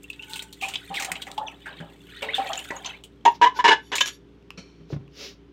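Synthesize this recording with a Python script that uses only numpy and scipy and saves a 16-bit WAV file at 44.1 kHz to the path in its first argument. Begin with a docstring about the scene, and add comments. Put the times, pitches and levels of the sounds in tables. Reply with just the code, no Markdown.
"""A kitchen with a low mains hum: small wet fish lie in a plastic colander over a basin of water. Water seeps,
squeaks and gulps through the mesh as the colander is turned: ringing air pockets and tiny bubbles. Then it is
shaken and slaps the water: the hollow under it and the basin wall ring under noisy bursts of drops. Spray falls
back as filtered grains, something bumps softly and a sleeve brushes past as swelling noise."""
import sys
import numpy as np
from scipy import signal
from scipy.fft import rfft, irfft, next_fast_len
from scipy.io import wavfile
from scipy.ndimage import uniform_filter1d, minimum_filter1d

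SR = 44100
rng = np.random.default_rng(int(sys.argv[2]) if len(sys.argv) > 2 else 0)


def materialize(psi):
    """Save the field psi as 16-bit PCM at rate SR to the path in sys.argv[1].

    A 1-D psi becomes a single channel; in a 2-D psi each row is a channel.
    """
    bounded = np.clip(np.atleast_2d(psi).T, -1, 1)
    quanta = np.round(bounded * 32767).astype(np.int16)
    wavfile.write(sys.argv[1], SR, quanta)


N = 243541
TIME = np.arange(N) / SR

# seepage while the colander is turned, before level trims: time_s, crackle_db, fizz_db
SEEPAGE = [(0.0, -59.5, -68), (0.12, -58, -66.5), (0.26, -55, -59.5), (0.38, -59, -65.5),
           (0.53, -60.5, -65), (0.71, -54.5, -60.5), (1.16, -52, -57.5), (1.47, -63.5, -67),
           (1.7, -51.5, -67), (2.0, -60.5, -65.5), (2.13, -52, -61.5), (2.39, -40, -61.5),
           (2.46, -42.5, -54.5), (2.58, -47.5, -51.5), (2.82, -55, -62.5), (2.9, -46.5, -63),
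           (3.02, -66.5, -75.5), (3.2, -67.5, -82.5)]
# the last trickle, same columns: time_s, crackle_db, fizz_db
LAST_TRICKLE = [(3.9, -61.5, -79.5), (4.199, -69.5, -87), (5.52, -68, -94.5)]


def from_db(db):
    """Decibels to gain."""
    return 10 ** (np.asarray(db) / 20)


def rms_one(x):
    """Scale to unit power."""
    return x / np.sqrt(np.mean(x ** 2) + 1e-20)


def in_time(rows):
    """The columns of a curve at every sample."""
    time_s, *columns = np.transpose(rows)
    return [np.interp(TIME, time_s, column) for column in columns]


def add(out, start_s, sound):
    """Mix a sound in at start_s."""
    i = max(round(start_s * SR), 0)
    out[i:i + len(sound)] += sound[:N - i]


def colour(x, spectrum):
    """Causal minimum-phase filter of unit-power gain, falling 18 dB per octave past the spectrum's ends."""
    size = next_fast_len(N + 8192, real=True) // 2 * 2
    hz, level_db = np.transpose(spectrum)
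    f = np.maximum(np.arange(size // 2 + 1) * SR / size, 1)
    octaves_outside = np.maximum(np.log2(hz[0] / f), 0) + np.maximum(np.log2(f / hz[-1]), 0)
    curve_db = np.interp(np.log(f), np.log(hz), level_db) - 18 * np.minimum(octaves_outside, 4)
    gain = rms_one(from_db(curve_db))
    # the folded cepstrum gives the minimum phase
    cepstrum = irfft(np.log(gain))[:size // 2]
    cepstrum[1:] *= 2
    return irfft(rfft(x, size) * np.exp(rfft(cepstrum, size)))[:N]


def resonance(x, hz, width_hz):
    """Two-pole resonance with gain 1 on top."""
    r = np.exp(-np.pi * width_hz / SR)
    numerator = np.array([1, 0, -1]) * (1 - r * r) / 2
    denominator = [1, -2 * r * np.cos(2 * np.pi * hz / SR), r * r]
    return signal.lfilter(numerator, denominator, x + 1e-18)


def fade(t60_s, rise_s):
    """A quick swell and an exponential decay, peak 1."""
    t = TIME[:int((t60_s + rise_s) * SR * 1.5) + 2]
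    shape = (1 - np.exp(-t / rise_s)) * from_db(-60 * t / t60_s)
    return shape / shape.max()


def swells(rows):
    """Gaussian rises and falls of level."""
    return sum(from_db(db) * np.exp(-.5 * ((TIME - s) / sigma_s) ** 2) for s, db, sigma_s in rows)


def grains(per_s, spread_db):
    """Random clicks of very unequal size, unit power."""
    sizes = from_db(spread_db * np.minimum(rng.exponential(1, N), 3.5))
    signs = rng.choice([-1, 1], N)
    return rms_one(sizes * signs * (rng.random(N) < per_s / SR))


def pocket(hz, t60_s, glide_oct_per_s, rise_s):
    """Trapped air rings; its pitch slides as the cavity changes shape."""
    shape = fade(t60_s, rise_s)
    slide_s = t60_s * (1 - np.exp(-TIME[:len(shape)] / t60_s))
    pitch_hz = hz * 2 ** (glide_oct_per_s * slide_s)
    return shape * np.sin(2 * np.pi * np.cumsum(pitch_hz) / SR)


def bubble(hz, t60_s, glide_oct_per_s, wobble):
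    """A ringing air pocket whose wet film flutters every few cycles."""
    depth, cycles_per_knot = .4, 4
    tone = pocket(hz, t60_s, glide_oct_per_s, rise_s=0.0014)
    knots = TIME[:len(tone)] * hz / cycles_per_knot
    return tone * (1 + depth * np.interp(knots, np.arange(len(wobble)), wobble))


def tiny_bubbles(clicks, low_hz, high_hz, cycles):
    """Each click rings one of 32 small bubble sizes, which swells and dies; cycles is centre over width."""
    dealt = rng.integers(0, 32, N)
    out = np.zeros(N)
    for k, hz in enumerate(np.geomspace(low_hz, high_hz, 32)):
        once = resonance(clicks * (dealt == k), hz, hz / cycles)
        out += resonance(once, hz, hz / cycles)
    return rms_one(out)


def wet_noise(level_db, pops, spectrum, wash_db):
    """Separate bubbles over a smooth wash; as the flow dies away the bubbles recede first."""
    lively = np.clip((level_db + 73) / 20, .1, 1)
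    mix = lively * pops + from_db(wash_db) * rng.standard_normal(N)
    return from_db(level_db) * rms_one(colour(mix, spectrum))


def background():
    """A slightly wavering hum over the low rush of the room."""
    # mains hum and motor lines: pitch_hz, mean_rms_db
    hum_lines = [(59.2, -58), (118.4, -65.5), (172.3, -62), (285.3, -59), (355.3, -93), (398.4, -60)]
    # low rush of the room: time_s, level_db
    rush_curve = [(0, -55.5), (2.5, -54.5), (5.52, -55.5)]
    # rush spectrum: freq_hz, density_db_per_hz (relative)
    air_spectrum = [(44, -16), (55, -9.5), (85, -6.5), (150, -3), (420, -4.5), (620, -20), (1000, -20.5),
                    (3300, -30.5), (6000, -38), (8000, -50), (16000, -58)]
    knots_s = np.arange(0, TIME[-1] + 1, 1 / 10)

    def waver():
        """Random curve with ten knots per second."""
        return np.interp(TIME, knots_s, rng.standard_normal(len(knots_s)))

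    hum = np.zeros(N)
    for hz, db in hum_lines:
        amplitude = from_db(db + 0.58 * waver()) * np.sqrt(2)
        hum += amplitude * np.sin(2 * np.pi * hz * TIME + 0.47 * waver())
    return hum + from_db(in_time(rush_curve)[0]) * colour(rng.standard_normal(N), air_spectrum)


def seeping():
    """Films of water break in the mesh and between the fish, in tiny uneven spurts."""
    # spectra of the coarse and fine bubbles: freq_hz, density_db_per_hz (relative)
    crackle_spectrum = [(900, -18.5), (1500, -5), (2500, 0.5), (3400, 4.5), (4500, -11.5), (6000, -30)]
    fizz_spectrum = [(3500, -13), (5000, -9.5), (6500, -2.5), (8300, 2), (10500, -11.5), (13000, -4),
                     (15500, -8.5)]
    spurts_per_s, spurt_t60_s, spurt_share = 83, 0.027, 0.72
    crackle_trim_db, fizz_trim_db = 0.5, -2
    crackle_db, fizz_db = in_time(SEEPAGE + LAST_TRICKLE)
    onsets = np.abs(grains(spurts_per_s, spread_db=0.5))
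    spurts = signal.fftconvolve(onsets, fade(spurt_t60_s, rise_s=.0005))[:N]
    flow = rms_one(1 + spurt_share * rms_one(spurts))
    crackle = tiny_bubbles(grains(1300, spread_db=6.0), 1200, 5020, cycles=29)
    fizz = tiny_bubbles(grains(2000, spread_db=9.0), 4900, 13000, cycles=14)
    fizz += 0.55 * grains(900, spread_db=1.5)
    coarse = wet_noise(crackle_db + crackle_trim_db, crackle, crackle_spectrum, wash_db=-2)
    fine = wet_noise(fizz_db + fizz_trim_db, fizz, fizz_spectrum, wash_db=-3)
    return flow * (coarse + fine)


def smacks():
    """A wet film tears: a crackling burst in a small cavity, a dull plastic knock and a spray of tiny bubbles."""
    # smacks of fish and falling spray, levels relative: start_s, burst_db, pitch_hz, spray_db, mist_db, t60_s
    smack_rows = [(0.0318, -58, 2730, -77, -45, 0.042), (.1, -34.5, 2960, -50, -44, 0.044),
                  (0.131, -34, 3240, -60, -59, 0.027), (.222, -39, 2750, -51, -58, 0.097),
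                  (.293, -43, 3400, -58, -46.5, 0.37), (0.3334, -25.5, 3260, -63, -47, 0.065),
                  (0.356, -28, 2860, -66, -40, 0.11), (0.393, -23, 2770, -49, -40, 0.019),
                  (0.422, -63, 1550, -36.5, -38, 0.056), (.5263, -33, 3660, -66, -41.5, 0.055),
                  (0.611, -27, 2610, -40, -42.5, 0.31), (0.6837, -35, 2840, -36.5, -42, 0.092),
                  (0.7377, -23, 2800, -44, -45, 0.072), (0.7562, -20, 3080, -52, -69, 0.036),
                  (0.9404, -24, 2650, -62, -46, 0.12), (0.954, -26.5, 3280, -60, -44, 0.27),
                  (0.9973, -31, 2340, -31.5, -40.5, 0.12), (1.0226, -26.5, 2100, -30.5, -35.5, 0.068),
                  (1.0465, -56, 2430, -27.5, -34, .05), (1.117, -22, 2150, -26, -27.5, 0.038),
                  (1.1538, -25.5, 2650, -61, -70, 0.079), (1.2188, -23.5, 3140, -44, -38.5, 0.052),
                  (1.268, -30.5, 1980, -43.5, -53, 0.076), (1.3156, -27.5, 3330, -38, -40, 0.012),
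                  (1.3779, -26.5, 3140, -64, -46.5, 0.048), (1.6577, -27, 1570, -69, -56, 0.14),
                  (1.802, -31.5, 1630, -60, -61, 0.081), (2.22, -21.5, 2420, -59, -44, 0.13),
                  (2.346, -25.5, 3000, -58, -45, 0.23), (2.5317, -20, 3030, -29.5, -51, .03),
                  (2.555, -33, 3220, -32, -46, .02), (2.591, -25.5, 2960, -39.5, -41, .03),
                  (2.7074, -19.5, 1810, -40, -61, 0.027), (2.8458, -27, 3380, -56, -64, .07),
                  (2.8582, -24.5, 2940, -33, -67, 0.076), (3.0373, -37, 2980, -55, -47.5, 0.075),
                  (3.2512, -25, 2970, -28, -52, .08), (3.9538, -25.5, 3390, -25, -32.5, .13),
                  (3.981, -12.5, 2530, -34, -59.5, 0.046), (4.0061, -25, 2830, -18, -55, 0.08),
                  (4.056, -40, 3050, -29, -46, 0.13), (4.0758, -27, 2920, -33.5, -47, 0.058)]
    # spectra of knock, spray and finest mist: freq_hz, density_db_per_hz (relative)
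    knock_spectrum = [(170, -1.5), (400, -3.5), (650, -12.5), (1000, -0.5), (1700, -5.5)]
    spray_spectrum = [(250, -3.5), (700, -0.5), (2500, 10), (4500, 0), (7200, 6), (8300, -26), (10000, -13)]
    mist_spectrum = [(7000, -3.5), (8500, 3), (10000, -10.5), (12000, -10), (15500, -9.5)]
    rise_share = .009  # of t60: a film that tears for longer also starts more softly
    out, knock, spray, mist = np.zeros((4, N))
    tearing = grains(6400, spread_db=5.0)
    for s, db, hz, spray_db, mist_db, t60_s in smack_rows:
        shape = fade(t60_s, rise_s=rise_share * t60_s)
        tear = tearing[int(s * SR):][:len(shape)]
        cavity = resonance(resonance(tear, hz, hz * 0.4), hz, hz * 0.36)
        add(out, s, from_db(db - 6.0) * shape * rms_one(cavity))
        add(knock, s, from_db(db - 21.5) * shape)
        add(spray, s, from_db(spray_db) * shape)
        add(mist, s, from_db(mist_db) * shape)
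    drops = tiny_bubbles(grains(4000, spread_db=4.5), 4000, 15500, cycles=19) + 1.5 * tearing
    out += colour(knock * tearing, knock_spectrum)
    out += spray * rms_one(colour(drops, spray_spectrum))
    return out + mist * rms_one(colour(drops, mist_spectrum))


def bubbles():
    """Clear squeaks of air between the fish: gliding, fluttering air pockets."""
    # squeaks, levels relative: start_s, pitch_hz, level_db, t60_s, glide_oct_per_s
    squeak_rows = [(.042, 2706, -35, 0.038, 1), (.101, 2700, -24.5, 0.014, -10),
                   (.194, 2610, -31.5, 0.05, 10.5), (.233, 2890, -29.5, 0.02, 16),
                   (.3925, 3040, -21.5, 0.027, 49.5), (.634, 2377, -20, 0.09, 6),
                   (.7565, 3570, -15.5, 0.007, -19), (.97, 2410, -22.5, 0.12, -28.5),
                   (1.466, 3720, -33.5, 0.15, -18.5), (1.474, 6160, -40, .049, -9),
                   (1.483, 2730, -25.5, 0.011, -9), (1.659, 1570, -29, 0.15, 0.5),
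                   (2.287, 1870, -22, 0.07, 21), (2.343, 3480, -17, 0.039, 5), (2.49, 7220, -38, .025, 1.5),
                   (2.574, 2675, -31.5, 0.24, 4.5), (2.575, 6950, -25.5, 0.026, 9),
                   (2.703, 1966, -27.5, 0.1, -0.5), (2.764, 6670, -33.5, 0.035, 2.5),
                   (2.861, 6200, -27, 0.028, 0), (2.935, 2040, -38.5, 0.11, 11.5),
                   (4.009, 3025, -10.5, 0.044, 2), (4.010, 3570, -15.5, 0.071, 1.5),
                   (4.009, 1653, -25.5, 0.21, 0.5), (4.008, 1021, -17, 0.023, -2)]
    out = np.zeros(N)
    wobbles = rng.standard_normal((len(squeak_rows), 400))
    for (s, hz, db, t60_s, glide), wobble in zip(squeak_rows, wobbles):
        add(out, s, from_db(db - 1.5) * bubble(hz, t60_s, glide, wobble))
    return out


def plastic():
    """Dry ticks, a light slide that makes the basin sing, and a short scrape that leaves its rim ringing."""
    # dry ticks: start_s, level_db (relative)
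    tick_rows = [(4.426, -54.5), (4.505, -27.5), (5.079, -47)]
    # colander touching the basin rim: start_s, level_db (relative)
    touch_rows = [(4.574, -41)]
    # colander sliding on the basin: middle_s, level_db, sigma_s
    slide_rows = [(.35, -47.5, 0.08), (3.575, -38.5, 0.017)]
    # resonances of rim and basin wall: pitch_hz, width_hz, level_db (relative)
    rim_modes = [(458, 320, 2.5), (1240, 500, -2.5), (2370, 160, 7), (3060, 58, 5.5), (4260, 240, 4),
                 (5470, 97, -8), (5550, 120, 2), (5800, 100, -4)]
    wall_modes = [(880, 24, 10), (1496, 49, 1.5)]
    out, scrape = np.zeros((2, N))
    for s, db in tick_rows:
        snap = fade(0.0044, rise_s=0.00058)
        noise = resonance(rng.standard_normal(len(snap)), 3860, 2400)
        add(out, s, from_db(db) * pocket(2670, t60_s=0.0061, glide_oct_per_s=0, rise_s=0.00037))
        add(out, s, from_db(db - 8) * pocket(1120, t60_s=0.008, glide_oct_per_s=0, rise_s=0.00079))
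        add(out, s, from_db(db - 13.5) * snap * rms_one(noise))
    for s, db in touch_rows:
        add(scrape, s, from_db(db) * fade(0.11, rise_s=0.0067))
        add(scrape, s, from_db(db - 17) * fade(0.99, rise_s=0.013))
    friction = rng.standard_normal(N)
    rim, wall = np.zeros((2, N))
    for hz, width_hz, db in rim_modes:
        rim += from_db(db) * resonance(resonance(friction, hz, width_hz), hz, hz / 2)
    for hz, width_hz, db in wall_modes:
        wall += from_db(db) * resonance(resonance(friction, hz, width_hz), hz, width_hz * 4)
    return out + scrape * rms_one(rim) + swells(slide_rows) * rms_one(wall)


def laps():
    """Each lap gurgles away in the basin and traps a pocket of air that gulps under the colander."""
    # laps, levels relative: start_s, slosh_db, gulp_db, gulp_pitch_hz
    lap_rows = [(.622, -35, -28.5, 772), (.903, -36, -27, 788), (1.003, -41, -28, 788),
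                (1.070, -36, -30.5, 744), (1.268, -41, -35.5, 779), (1.379, -34, -18.5, 851.5),
                (1.402, -49.5, -27.5, 880), (1.659, -38.5, -67, 756), (1.803, -42.5, -48, 830),
                (2.220, -31.5, -25.5, 547), (2.382, -31.5, -15, 780.4), (2.455, -42, -28, 754),
                (2.495, -33.5, -24.5, 752), (2.705, -32, -32.5, 918), (2.85, -43.5, -38.5, 1020)]
    # slosh spectrum: freq_hz, density_db_per_hz (relative)
    water_spectrum = [(400, -4), (600, -2), (810, 4), (920, -1.5), (1150, -4.5), (1350, -6.5), (1560, -17),
                      (1800, -7.5), (2200, -25)]
    slosh_rise_s, slosh_t60_s = 0.0045, 0.42
    gulp_t60_s, gulp_oct_per_s = 0.23, 0.35
    gulps, stir = np.zeros((2, N))
    wobbles = rng.standard_normal((len(lap_rows), 400))
    for (s, slosh_db, gulp_db, hz), wobble in zip(lap_rows, wobbles):
        add(stir, s, from_db(slosh_db) * fade(slosh_t60_s, slosh_rise_s))
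        add(gulps, s, from_db(gulp_db) * bubble(hz, gulp_t60_s, gulp_oct_per_s, wobble))
    slosh = colour(tiny_bubbles(grains(700, spread_db=3.0), 437, 1805, cycles=9.3), water_spectrum)
    return from_db(-4.5) * (gulps + stir * rms_one(slosh))


def stray_bubbles():
    """Small bubbles of random size and glide, louder where the seepage is stronger."""
    draws_per_s, low_hz, high_hz, t60_cycles = 240, 1310, 4260, 37.6
    above_crackle_db, spread_db, glide_spread_oct_per_s = 1.5, 6, 6.5
    dry_db = -55  # at or below this crackle level no stray bubbles form
    out, (crackle_db, _) = np.zeros(N), in_time(SEEPAGE + LAST_TRICKLE)
    draws = rng.random((2000, 2))[:int(draws_per_s * TIME[-1])]
    scatter = rng.standard_normal((2000, 60))
    for (when, size), (strength, bend, *wobble) in zip(draws, scatter):
        flow_db = crackle_db[int(when * N)]
        hz = low_hz * (high_hz / low_hz) ** size
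        if flow_db > dry_db:
            level_db = flow_db + above_crackle_db + spread_db * np.tanh(strength)
            tone = bubble(hz, t60_cycles / hz, glide_spread_oct_per_s * bend, wobble)
            add(out, when * TIME[-1], from_db(level_db) * tone)
    return out


def handling():
    """Dull handling bumps ring two partials over a short rumble; cloth and hand brush past as noise."""
    # soft handling bumps, levels relative: start_s, level_db, pitch_hz, t60_s
    bump_rows = [(0.901, -37, 181, 0.11), (1.109, -41.5, 178, 0.21), (1.801, -33.5, 166, 0.16),
                 (2.22, -37.5, 436.6, 0.59), (2.389, -40, 269, 0.12), (2.706, -27.5, 420, .017),
                 (4.578, -36.5, 184, 0.14), (4.802, -42.5, 161, .2), (4.903, -30, 440, 0.035),
                 (4.922, -30.5, 356.5, 0.1), (4.927, -22, 143.6, 0.12), (4.962, -27.5, 145, 0.074),
                 (4.999, -40, 139.5, 0.33)]
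    # swishes of sleeve and sliding hand: middle_s, level_db, sigma_s
    brush_rows = [(3.355, -49, 0.011), (3.575, -42, 0.015), (4.925, -52, 0.02), (5.239, -39, .046)]
    # spectra of rumble and cloth: freq_hz, density_db_per_hz (relative)
    thud_spectrum = [(90, 10.5), (170, -6.5), (400, 1), (700, -11), (1500, -19), (3000, -26)]
    cloth_spectrum = [(400, 13), (800, -7), (1800, -3), (2600, 3.5), (5500, 4.5), (6800, -5.5), (8000, -23),
                      (15000, -19)]
    out, rumble = np.zeros((2, N))
    for s, db, hz, t60_s in bump_rows:
        low = pocket(hz, t60_s, glide_oct_per_s=0.31, rise_s=0.035 * t60_s)
        high = pocket(hz * 1.406, t60_s * 0.87, glide_oct_per_s=-.4, rise_s=0.00067)
        add(out, s, from_db(db) * low)
        add(out, s, from_db(db - 8) * high)
        add(rumble, s, from_db(db - 11) * fade(t60_s * 0.59, rise_s=0.0043))
    out += rumble * colour(rng.standard_normal(N), thud_spectrum)
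    return out + swells(brush_rows) * colour(rng.standard_normal(N), cloth_spectrum)


def held(length_s, t60_s):
    """A push: quick attack, a hold that throbs as the water rebounds, then a release."""
    attack_s, rebound_hz, rebound_depth = 0.0014, 65, 0.26
    t = TIME[:int((length_s + t60_s * 2) * SR)]
    throb = 1 - rebound_depth * np.sin(np.pi * rebound_hz * np.minimum(t, length_s)) ** 2
    release = from_db(-60 * np.maximum(t - length_s, 0) / t60_s)
    return (1 - np.exp(-t / attack_s)) * throb * release


def slaps():
    """Each slap rings the hollow under the colander and the basin wall, and throws drops against the plastic."""
    # slaps, levels relative: start_s, push_s, air_db, air_pitch_hz, glide_oct_per_s, wall_db, splash_db
    slap_rows = [(3.252, 0.0054, -9, 827, -2.5, -29, -19), (3.259, 0.0077, 0, 917, 1.8, -30, -29),
                 (3.276, .006, -1, 915, 3.4, -33.5, -27.5), (3.414, 0.033, -4, 961, 0.3, -19.5, -19.5),
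                 (3.458, 0.017, -4.5, 995, .3, -27, -29.5), (3.589, 0.015, -10.5, 1001, -1, -23, -28.5),
                 (3.641, 0.026, -7.5, 934, -.3, -13.5, -14.5), (3.677, 0.014, -9, 981, 0, -13, -10.5),
                 (3.705, 0.026, -9.5, 919, -2, -10.5, -17), (3.917, 0.025, -23, 967.5, -2.5, -27, -23.5)]
    # paired ring of the basin wall: pitch_hz (before detuning), level_db (relative), t60_s
    wall_ring = [(1565, -7, .06), (1745, -5, .055)]
    # colander and basin resonances: pitch_hz, width_hz, level_db (relative)
    body_modes = [(440, 80, 6.5), (988, 52, 17.5), (1570, 210, -6), (1650, 180, 8.5), (2130, 400, 2),
                  (2934, 53, 12.5), (3263, 310, 4), (4100, 250, -17.5), (4650, 740, -8.5),
                  (6340, 1800, -13.5)]
    # splash spectrum: freq_hz, density_db_per_hz (relative)
    splash_spectrum = [(150, -8), (350, 3.5), (1200, 9), (3300, 5.5), (5000, 1), (7200, -16.5), (9000, -35),
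                       (12500, -34), (16000, -56)]
    hollow_t60_s, splash_t60_s = .05, 0.064
    churn_pitch_share, churn_level_share = .014, .12
    wall_detune_share = .015  # the water load detunes the wall from slap to slap
    overtone_db = -18.5  # the fluttering film adds the second and third partials
    air, force = np.zeros((2, N))
    # churning water makes the hollow flutter in pitch and level
    churn_spectrum = [(20, -7.0), (80, -1.0), (200, -11.5)]
    churn = colour(rng.standard_normal(N), churn_spectrum)
    flutter = colour(rng.standard_normal(N), churn_spectrum)

    def sing(s, push_s, hz, glide, t60_s):
        """One resonance, shaken most while the push lasts and then ringing out."""
        shape = held(push_s, t60_s)
        shake = churn_pitch_share * shape * churn[int(s * SR):][:len(shape)]
        pitch_hz = hz * 2 ** (glide * TIME[:len(shape)]) * (1 + shake)
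        phase = 2 * np.pi * np.cumsum(pitch_hz) / SR
        partials = np.sin(2 * phase) + np.sin(3 * phase)
        return shape * (np.sin(phase) + from_db(overtone_db) * shape * partials)

    for s, push_s, db, hz, glide, wall_db, splash_db in slap_rows:
        low = pocket(hz * .46, t60_s=.04, glide_oct_per_s=.3, rise_s=.0012)
        add(air, s, from_db(db - 3) * sing(s, push_s, hz, glide, hollow_t60_s))
        add(air, s, from_db(db - 20.5) * low)
        for ring_hz, ring_db, t60_s in wall_ring:
            loaded_hz = ring_hz * (1 + wall_detune_share * rng.uniform(-1.1, 1))
            add(air, s, from_db(wall_db + ring_db) * sing(s, push_s, loaded_hz, 0, t60_s))
        add(force, s, (from_db(splash_db) * held(push_s, splash_t60_s)) ** 2)
    drops = np.sqrt(force) * grains(12000, spread_db=1.5)
    body = np.zeros(N)
    for k, (hz, width_hz, db) in enumerate(body_modes):
        body += (-1) ** k * from_db(db) * resonance(drops, hz, width_hz)
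    splash = colour(drops, splash_spectrum)
    return air * (1 + churn_level_share * flutter) + from_db(4) * body + from_db(-5.5) * splash


def draining():
    """Water draining off the mesh: a soft hiss that takes on its thin ring."""
    # draining: middle_s, level_db, sigma_s
    drain_rows = [(3.32, -55.5, 0.0089), (3.58, -47, 0.0071), (3.87, -59.5, 0.033), (4.075, -38, .015),
                  (4.14, -52.5, 0.017)]
    # ring of the wet mesh: pitch_hz, width_hz, level_db (relative)
    mesh_modes = [(3570, 200, 3), (4550, 86, 2), (5500, 81, -1.5), (5700, 83, 4.5), (6760, 160, -2.5),
                  (11300, 550, -7.5)]
    hiss, mesh = rng.standard_normal(N), np.zeros(N)
    for hz, width_hz, db in mesh_modes:
        mesh += from_db(db) * resonance(resonance(hiss, hz, width_hz), hz, hz / 4)
    return swells(drain_rows) * rms_one(mesh)


def kitchen(x):
    """Echoes from basin and floor, and a short tail that is dull in the treble."""
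    # nearby surfaces: delay_s, level_db
    echo_rows = [(.0031, -23), (.0074, -17), (0.0131, -18), (0.0229, -35)]
    room_t60_s, room_db = 0.18, -14
    shape = fade(room_t60_s, rise_s=0.0019)
    dull = signal.butter(1, 6000, fs=SR, output="sos")
    tail = signal.sosfilt(dull, rng.standard_normal(len(shape))) * shape
    response = from_db(room_db) * tail / np.sqrt(np.sum(tail ** 2))
    response[0] += 1  # direct sound
    for delay_s, db in echo_rows:
        add(response, delay_s, from_db(db) * np.array([1, 2, 1]) / 4)
    return signal.fftconvolve(x, response)[:N]


def scene():
    """All the water and handling sounds in the kitchen."""
    water = seeping() + smacks() + bubbles() + laps() + stray_bubbles() + slaps() + draining()
    return (kitchen(water + plastic() + handling()) + background())[None]


def record(dry):
    """A limiter looks a few milliseconds ahead and catches the peaks; a steep low-pass cuts the top."""
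    ceiling, reach_samples, cutoff_hz = .85, 260, 15800
    gain = minimum_filter1d(ceiling / np.maximum(np.abs(dry), ceiling), size=reach_samples)
    limited = dry * uniform_filter1d(gain, size=reach_samples)
    low_pass = signal.ellip(10, .2, 80, cutoff_hz, fs=SR, output="sos")
    return signal.sosfilt(low_pass, limited)


dry = scene()
out = record(dry)
materialize(out)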